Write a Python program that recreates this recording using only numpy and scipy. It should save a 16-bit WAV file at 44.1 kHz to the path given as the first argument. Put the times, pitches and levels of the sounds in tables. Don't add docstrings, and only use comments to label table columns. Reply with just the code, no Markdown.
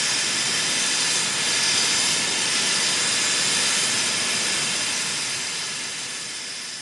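import sys
import numpy as np
from scipy import signal
from scipy.fft import rfft, irfft, next_fast_len
from scipy.io import wavfile
from scipy.ndimage import uniform_filter1d

SR = 44100
rng = np.random.default_rng(int(sys.argv[2]) if len(sys.argv) > 2 else 0)


def invert_db(x):
    u = np.asarray(x, float) / 20
    return 10 ** u


def transcribe(signal):
    frames = np.atleast_2d(signal).T
    limited = np.clip(frames, -1, 1)
    pcm = np.round(limited * 32767).astype(np.int16)
    wavfile.write(sys.argv[1], SR, pcm)


N = 300302


def evened(x):
    return x / np.sqrt(np.mean(x ** 2) + 1e-20)


def read(points, hz):
    f, value = np.transpose(points)
    return np.interp(np.log(hz + 1), np.log(f + 1), value)


def bells(rows, t):
    return sum(db * np.exp(-0.5 * ((t - s) / half) ** 2) for s, half, db in rows)


def patches(shape, bins, frames):
    field = rng.standard_normal(shape[::-1]).T
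    for _ in range(2):
        field = uniform_filter1d(field, bins, 0)
        field = uniform_filter1d(field, frames, 1)
    return evened(field)


def surroundings(hz, frames, drift_ms=0.0038, breathe=0.04):
    # delay in ms, signed strength.
    echoes = [(0.305, 0.13), (0.501, -0.15), (0.734, -0.21), (0.82, 0.11), (0.885, -0.1), (1.246, 0.14),
              (1.334, -0.12), (1.959, 0.14), (2.262, 0.04), (2.309, 0.08), (2.614, -0.04), (2.986, 0.06)]
    # centre in Hz, width in Hz, gain in dB.
    cavities = [(220, 85, 6.0), (440, 42, -8), (499, 173, 9.5), (530, 84, -11), (853, 35, 2),
                (1106, 160, -3), (1628, 128, -10.5), (1688, 237, 9), (1936, 76, -11.5), (1979, 93, 8.5),
                (2170, 26, 7), (2326, 19, 2), (2390, 36, 3.0), (2793, 33, 11), (2896, 29, 12),
                (2920, 55, -10), (3100, 82, 5), (3273, 236, -4.5), (3630, 57, 3), (4670, 57, -5.5),
                (5210, 100, 3.5), (5434, 78, 9.0), (6076, 61, -3), (6650, 110, -7), (6670, 65, 6),
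                (7480, 58, -7), (8745, 244, -8.5), (9400, 84, -2)]
    delay_ms, strength = np.transpose(echoes)
    shape = (len(echoes), frames)
    delay_s = (delay_ms[:, None] + drift_ms * patches(shape, bins=1, frames=30)) / 1000
    strength = strength[:, None] * (1 + breathe * patches(shape, bins=1, frames=30))
    comb = 1 + sum(g * np.exp(-2j * np.pi * hz[:, None] * d) for d, g in zip(delay_s, strength))
    rings = sum(db / (1 + (2 * (hz - centre) / width) ** 2) for centre, width, db in cavities)
    return 20 * np.log10(abs(comb) + 1e-3) + rings[:, None]


def layer_tilt(hz, t, veil, veil_jet):
    layer_hz = [1100, 1700, 4100, 4600, 5600, 6300]
    # centre in seconds, half-length in seconds, gain in dB.
    flares = [(.1, 0.14, -0.5), (.53, .06, 0), (1.06, 0.068, 2), (2.55, .08, 0.5), (3.45, .1, 1),
              (1.72, 0.057, 1), (2.75, .08, 1.5), (3.75, .15, -2), (5.15, 0.055, 0.5), (6, 0.11, -2),
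              (6.75, 0.27, 3)]
    # centre in seconds, half-length in seconds, gain in dB.
    spits = [
        (.85, .12, 1),
        (1.17, 0.045, 2.5),
        (1.7, 0.13, -1.5),
        (3.68, 0.085, 0),
        (5.02, 0.067, 0.3),
        (6.2, 0.086, 1),
    ]
    roar = (0.068 - veil_jet) * veil
    nozzle = (1.35 - veil_jet) * veil + bells(flares, t)
    fizz = (0.97 - veil_jet) * veil + bells(spits, t)
    still = 0 * t
    layers = [c - c.mean() for c in (roar, still, still, nozzle, nozzle, fizz)]
    shares = [np.interp(np.log(hz + 1), np.log(layer_hz), row) for row in np.eye(len(layers))]
    return np.transpose(shares) @ layers


def steam():
    # frequency in Hz, density in dB per Hz.
    jet = [(25, -48), (45, -30), (70, -24), (115, -4.5), (150, -3), (400, -8), (800, -10.5), (1400, -1.46),
           (2000, -2), (3200, -3), (5000, -0.5), (7000, -5), (9000, -2), (10600, -10.5)]
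    # time in seconds, level in dB.
    pressure = [
        (0, -27.5),
        (1.9, -26),
        (3.7, -26),
        (4.6, -26.5),
        (5.6, -32.5),
        (6.81, -38.5),
    ]
    # centre in seconds, half-length in seconds, gain in dB.
    clouds = [(.1, .08, 0.5), (.35, 0.13, -0.5), (1.05, .15, 0.5), (1.3, 0.1, -1.5), (1.7, 0.14, 1.5),
              (2.03, .1, 0.9), (2.32, 0.11, -2), (3.7, 0.13, 1.5), (4.25, 0.16, -1.2), (4.72, 0.16, -1.4),
              (5.95, 0.065, 0.5)]
    size, hop = 2048, 512
    frames, hz = N // hop + 5, np.fft.rfftfreq(size, 1 / SR)
    shape, t = (len(hz), frames), np.arange(frames) * hop / SR

    veil, veil_jet = bells(clouds, t), 0.64
    jet_db = np.interp(t, *np.transpose(pressure)) + veil_jet * veil
    treble = np.clip(hz / 8000, 0.1, 1.2)[:, None]
    far_echoes = 2.5 * patches(shape, bins=2, frames=40) * np.minimum(treble, 0.6) ** 0.67
    puffs = 1.22 * patches(shape, bins=24, frames=2) * treble
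    colour = read(jet, hz)[:, None] + surroundings(hz, frames) + layer_tilt(hz, t, veil, veil_jet)
    colour = colour + far_echoes + puffs

    a, b = rng.standard_normal((frames, len(hz), 2)).T
    turbulence = (a + 1j * b) * invert_db(colour)
    hiss = signal.istft(turbulence, nperseg=size, noverlap=size - hop)[1][:N]
    band = signal.butter(4, [1500, 4300], "band", fs=SR, output="sos")
    jet_band = signal.sosfilt(band, hiss)
    return hiss / np.std(jet_band) * invert_db(np.interp(np.arange(N) / SR, t, jet_db))


def sputter(x, depth_db=0.1, split_hz=4000):
    flutter = uniform_filter1d(rng.standard_normal(N), size=200)
    flutter = evened(uniform_filter1d(flutter, size=200))
    fizz = signal.sosfiltfilt(signal.butter(2, split_hz, "high", fs=SR, output="sos"), x)
    return x + fizz * (invert_db(depth_db * flutter) - 1)


def scene():
    return np.tile(sputter(steam()), (2, 1))


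def half_rate(x):
    # frequency in Hz, level in dB.
    leak = [(11320, -14), (11460, -8), (11670, -13), (11890, -20), (12100, -26), (12320, -34), (12400, -42),
            (12500, -90)]
    edge_hz, skirt = 10690, 0.4
    size = next_fast_len(N)
    size += size % 2
    hz = np.fft.rfftfreq(size, 1 / SR)
    spectrum = rfft(x, size) * invert_db(np.clip(edge_hz - hz, -400, 0) * skirt)
    mirror = np.conj(spectrum[:, ::-1]) * invert_db(read(leak, hz))
    return irfft(spectrum + mirror, size)[:, :N]


def channel_splits(x):
    # centre in seconds, low edge in Hz, high edge in Hz, level in dB.
    splits = [
        (2.3155, 4660, 5690, -33),
        (3.6159, 6900, 8260, -39),
    ]
    size = 2048
    hz = np.fft.rfftfreq(size, 1 / SR)
    window = signal.windows.kaiser_bessel_derived(size, 4 * np.pi)
    for s, low_hz, high_hz, db in splits:
        in_band = abs(hz - (low_hz + high_hz) / 2) < (high_hz - low_hz) / 2
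        noise = rfft(rng.standard_normal(size)) * in_band
        burst = invert_db(db) * evened(irfft(noise)) * window
        x[:, round(s * SR) - size // 2:][:, :size] += np.outer([1, -1], burst)
    return x


def top_cut(x):
    return signal.sosfilt(signal.butter(12, 12500, fs=SR, output="sos"), x)


def record(dry):
    mix = channel_splits(half_rate(dry))
    return top_cut(mix)


dry = scene()
out = record(dry)
transcribe(out)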